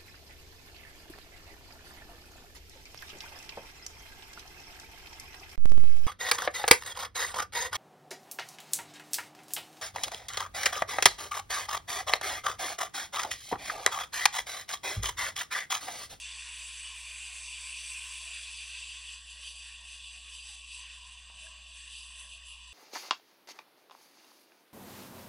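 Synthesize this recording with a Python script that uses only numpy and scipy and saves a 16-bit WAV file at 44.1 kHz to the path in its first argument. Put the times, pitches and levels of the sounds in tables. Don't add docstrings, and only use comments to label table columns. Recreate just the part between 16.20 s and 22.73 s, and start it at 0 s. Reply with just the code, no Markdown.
import sys
import numpy as np
from scipy import signal
from scipy.fft import rfft, irfft
from scipy.io import wavfile
from scipy.ndimage import uniform_filter1d

SR = 44100
rng = np.random.default_rng(int(sys.argv[2]) if len(sys.argv) > 2 else 0)


def undo_db(level):
    steps = np.asarray(level, float) / 20
    return 10 ** steps


def file_out(sig):
    cols = np.atleast_2d(sig).T
    lim = np.clip(cols, -1, 1)
    pcm = np.round(lim * 32767).astype(np.int16)
    wavfile.write(sys.argv[1], SR, pcm)


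N = 287973


def evened(x):
    return x / np.sqrt(np.mean(x ** 2) + 1e-20)


def noise(gain):
    real, imaginary = rng.standard_normal((gain.shape[1], gain.shape[0], 2)).T
    spectra = (real + 1j * imaginary) * gain
    return signal.istft(spectra, nperseg=1024, noverlap=768)[1][:N] * np.sqrt(2 / 3)


def modes_power(modes, hz, steep):
    return sum(undo_db(db) ** 2 / (1 + (2 * (hz - f) / width) ** 2) ** steep for f, width, db in modes)


def patches(frames, wide, long):
    field = rng.standard_normal((frames, 513)).T
    return evened(uniform_filter1d(uniform_filter1d(field, wide, 0), long, 1))


def flutter(frames, long):
    once = uniform_filter1d(rng.standard_normal(frames), long)
    return evened(uniform_filter1d(once, long) - uniform_filter1d(once, 6 * long))


def bumps(t, s, width):
    return np.cos(np.pi * np.clip((t - s[:, None]) / width[:, None], -1, 1) / 2) ** 2


def microphone_hiss():
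    return undo_db(-90.3) * rng.standard_normal(N)


def tones():
    # (frequency [Hz], level [dB rms], drift [Hz rms])
    hums = [(59.98, -58, .03), (119.96, -94, .06), (179.9, -85.5, .1), (299.8, -100, .15),
            (1112, -72.5, .6), (3484.3, -66.5, .4), (12187, -97, 3)]
    drifts = uniform_filter1d(rng.standard_normal((len(hums), N)), SR // 4, 1)
    out = np.zeros(N)
    for (hz, db, wander_hz), drift in zip(hums, drifts):
        phase = 2 * np.pi * np.cumsum(hz + wander_hz * evened(drift)) / SR
        out += undo_db(db) * np.sqrt(2) * np.sin(phase)
    return out


def fan_rush():
    # (frequency [Hz], relative density [dB per Hz])
    fan_spectrum = [(20, 0), (36, -5), (48, -2), (75, 0), (95, -6), (140, -12), (200, -12), (245, -21),
                    (290, -19), (345, -24), (440, -23), (530, -15), (640, -7), (780, -11), (1000, -12),
                    (1400, -40)]
    f, db = np.transpose(fan_spectrum)
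    hz = np.fft.rfftfreq(N, 1 / SR)
    shape_db = np.interp(np.log(hz + 1), np.log(f + 1), db)
    rush = irfft(rfft(rng.standard_normal(N)) * undo_db(shape_db), N)
    bands = signal.stft(evened(rush), nperseg=2048, noverlap=1536)[2]
    lumps = rng.standard_normal(bands.shape[::-1]).T
    lumps = evened(uniform_filter1d(uniform_filter1d(lumps, 6, 0), 12, 1))
    lumps *= np.clip(np.arange(1025) / 12, 0, 1)[:, None]
    rush = signal.istft(bands * undo_db(4.2 * lumps), nperseg=2048, noverlap=1536)[1][:N]
    return undo_db(-74) * rush


def duct_drone():
    # (time [s], level before the ripple [dB])
    drone_course = [(0.0, -62.5), (2.0, -63), (3.6, -68.5), (4.9, -65.5), (6.53, -67.5)]
    # (frequency [Hz], nominal width [Hz], relative level [dB])
    duct_modes = [(1015.5, 46, 3.5), (994, 150, -8), (1052, 183, -3), (1226, 150, -12.5)]
    frames, hz = N // 256 + 5, np.fft.rfftfreq(1024, 1 / SR)
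    duct = modes_power(duct_modes, hz, 3.0)
    drone_db = np.interp(np.arange(frames) * 256 / SR, *np.transpose(drone_course))
    drone_db = drone_db + 3.44 * patches(frames, 4, 14)
    drone_db = drone_db + 1.0 * flutter(frames, long=12)
    return noise(np.sqrt(duct / duct.sum())[:, None] * undo_db(drone_db))


def taps():
    # (time [s], level before swell, decay and doubling [dB], frequency [Hz], t60 [s])
    touches = [(5.1, -43, 1000, .003), (5.266, -43, 1650, .025)]
    out, t = np.zeros(N), np.arange(4000) / SR
    for s, db, hz, t60 in touches:
        swell = 1 - np.exp(-8 * t / t60)
        ring = undo_db(db - 60 * t / t60) * np.sin(2 * np.pi * hz * t) * swell
        out[round(s * SR):][:len(t)] += 2 * ring
    return out


def band_levels(t):
    # (time [s], push [dB], sheen [dB])
    hand_drift = [(0.0, 4.5, 0), (0.08, 4, -11), (0.45, 4.5, 2), (.7, 3.5, -3), (0.8, 3, 7),
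                  (1.32, 5.5, -5), (1.78, 6, 3), (2.02, 5.5, 0), (2.25, 4.5, -7), (2.93, -1, -1),
                  (3.03, -7.5, -1.5), (4.35, -4.5, 4), (4.69, -6.5, -3), (5.44, -7.5, -3.5),
                  (5.73, -2.5, -1), (6.04, -6, -2), (6.19, -13.5, 0), (6.53, -6, 4)]
    # (time [s], half-width [s], swell [dB], brightening [dB])
    hand_sways = [(2.65, 0.46, 2, -1.2), (2.96, 0.14, 2, -0.5), (3.11, 0.1, 5, 1.5), (3.26, 0.12, 7, -1.5),
                  (3.43, 0.27, 5, -0.9), (3.71, 0.11, 5.0, -0.8), (3.89, 0.24, 3, -0.3), (4.15, 0.12, 5, 0),
                  (4.3, 0.099, 6, -0.6), (4.57, 0.16, 6, 0.5), (4.73, 0.066, 2.5, -1.2),
                  (4.92, 0.16, 2, 0.4), (5.24, 0.11, 5.5, 2), (5.58, 0.068, 3.5, 1),
                  (5.76, 0.13, 2.4, -0.7), (5.89, 0.23, 2, 1.7), (6.02, 0.084, 4, 4.5),
                  (6.14, 0.1, 6.5, 0.2), (6.29, 0.11, 7.7, 2)]
    # (rest [dB], share of push [1], of sheen [1], of swell [1], of brightening [1])
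    band_answer = [(-57, .24, 0, .02, 0.58), (-45.5, 0.51, 0, 0.68, -0.31), (-52, 0.86, 0, 0.97, -0.9),
                   (-51, 0.96, 0.085, 1.03, 0.16), (-57, 1.25, 0.24, 1.85, 1.5),
                   (-88.5, 2.7, 0.91, 3.3, .3)]
    # (time [s], half-width [s], change [dB])
    body_hollows = [(.33, 0.074, -2), (.74, 0.049, -1), (1.3, .1, -6), (1.58, 0.053, -4), (2.18, .06, 2),
                    (2.95, .07, 3), (3.35, .07, -3), (3.47, .08, 2), (3.87, 0.079, -7), (4.02, .07, -6),
                    (4.42, 0.11, -8), (4.69, .12, 4), (5.5, 0.063, -2), (5.8, .09, -3), (5.92, 0.082, 4.5),
                    (6.15, .06, -1), (6.35, 0.067, -4)]
    body_sag_db_per_s, body_flutter_db, air_flutter_db = -1.43, 1.44, 2.2
    s, width, swell_db, bright_db = np.transpose(hand_sways)
    at, *drift = np.transpose(hand_drift)
    sway = bumps(t, s, width)
    slow = [np.interp(t, at, course) for course in drift]
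    controls = np.array([np.ones(len(t)), *slow, swell_db @ sway, bright_db @ sway])
    level_db = np.array(band_answer) @ controls
    s, width, change_db = np.transpose(body_hollows)
    level_db[0] += change_db @ bumps(t, s, width) + body_sag_db_per_s * t
    level_db[0] += body_flutter_db * flutter(len(t), long=12)
    level_db[-1] += air_flutter_db * flutter(len(t), long=12)
    return level_db


def jet():
    # (time [s], share of the turned colour [0-1])
    nozzle_turn = [(0, 0.65), (1.2, 0.45), (2.2, 0.55), (2.7, 0.63), (3.0, 0.93), (4.5, 0.86), (6.53, 1)]
    # (frequency [Hz], nominal width [Hz], relative level [dB])
    facing_modes = [(1510, 380, -13.5), (2050, 390, -8), (2426, 180, 17.5), (2570, 450, 7.5),
                    (2710, 240, -2.5), (2944, 240, -3), (3170, 310, -15), (3420, 640, -5.5),
                    (4010, 750, -17.5), (4440, 200, -7.5), (4786, 250, -12.5), (5374, 310, -12),
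                    (6100, 770, -13), (7220, 1050, -14), (8090, 770, -3.5), (8800, 220, -15),
                    (9580, 760, -1), (9650, 85, -36), (10850, 360, -16), (11500, 550, -23),
                    (11500, 250, -57)]
    # (frequency [Hz], nominal width [Hz], relative level [dB])
    turned_modes = [(1631, 340, -20), (1870, 310, -16), (2510, 83, -0.5), (2750, 332, 5), (3014, 300, 2),
                    (3457, 450, 1.5), (3930, 540, -4.5), (4380, 290, -8.5), (4748, 470, 0), (5485, 150, -3),
                    (6112, 520, -4), (7300, 300, -15), (7583, 710, -6.5), (8080, 790, -7), (8800, 160, -27),
                    (9410, 450, -14), (10243, 330, -13.5), (11040, 290, -31)]
    # (frequency [Hz], nominal width [Hz], relative level [dB])
    airy_modes = [(13750, 200, -38), (14120, 280, -31), (15000, 150, -40), (15400, 280, -38)]
    # (low [Hz], high [Hz], centre of action [Hz])
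    jet_bands = [(1300, 2150, 1900), (2200, 3900, 2600), (3900, 6900, 5200), (6900, 8900, 7900),
                 (8900, 11500, 10200), (13400, 15700, 14000)]
    frames, hz = N // 256 + 5, np.fft.rfftfreq(1024, 1 / SR)
    t = np.arange(frames) * 256 / SR
    turn = np.clip(np.interp(t, *np.transpose(nozzle_turn)), 0, 1)
    facing = modes_power(facing_modes + airy_modes, hz, 2.2)
    turned = modes_power(turned_modes + airy_modes, hz, 2.53)
    colour_db = 10 * (np.outer(np.log10(facing), 1 - turn) + np.outer(np.log10(turned), turn))
    wanted_db = band_levels(t)
    given_db = [10 * np.log10((undo_db(colour_db[(hz > lo) & (hz < hi)]) ** 2).sum(0))
                for lo, hi, _ in jet_bands]
    centres = np.log(np.transpose(jet_bands)[2])
    shares = np.array([np.interp(np.log(hz + 1), centres, row) for row in np.eye(len(jet_bands))])
    eddies_db = 1.56 * patches(frames, 16, 12)
    eddies_db = eddies_db + 0.96 * patches(frames, 160, 3) * shares[3:].sum(0)[:, None]
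    eddies_db = eddies_db + 1.0 * patches(frames, 3, 60)
    thin = 1 / np.sqrt(1 + (900 / (hz[:, None] + 1)) ** 8)
    return noise(thin * undo_db(colour_db + shares.T @ (wanted_db - given_db) + eddies_db))


def scene():
    return np.tile(fan_rush() + duct_drone() + tones() + taps() + jet(), (2, 1))


def low_mid_holes(x):
    # (low edge [Hz], high edge [Hz], threshold against the mean power of all bins [dB])
    holes_range = (240, 540, -27.3)
    low_hz, high_hz, depth_db = holes_range
    hz, _, z = signal.stft(x, SR, nperseg=2048, noverlap=1536)
    power = uniform_filter1d(abs(z) ** 2, 3, -1)
    local = uniform_filter1d(power, 4, -2)
    over_db = 10 * np.log10(local / power.mean(-2, keepdims=True) + 1e-20) - depth_db
    inside = ((hz > low_hz) & (hz < high_hz))[:, None]
    cut_db = np.clip(6 * over_db, -25, 0) * inside
    return signal.istft(z * undo_db(cut_db), SR, nperseg=2048, noverlap=1536)[1][..., :N]


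def low_pass(x):
    return signal.sosfilt(signal.butter(12, 15740, fs=SR, output="sos"), x)


def record(dry):
    mix = low_mid_holes(dry + microphone_hiss())
    return low_pass(mix)


dry = scene()
out = record(dry)
file_out(out)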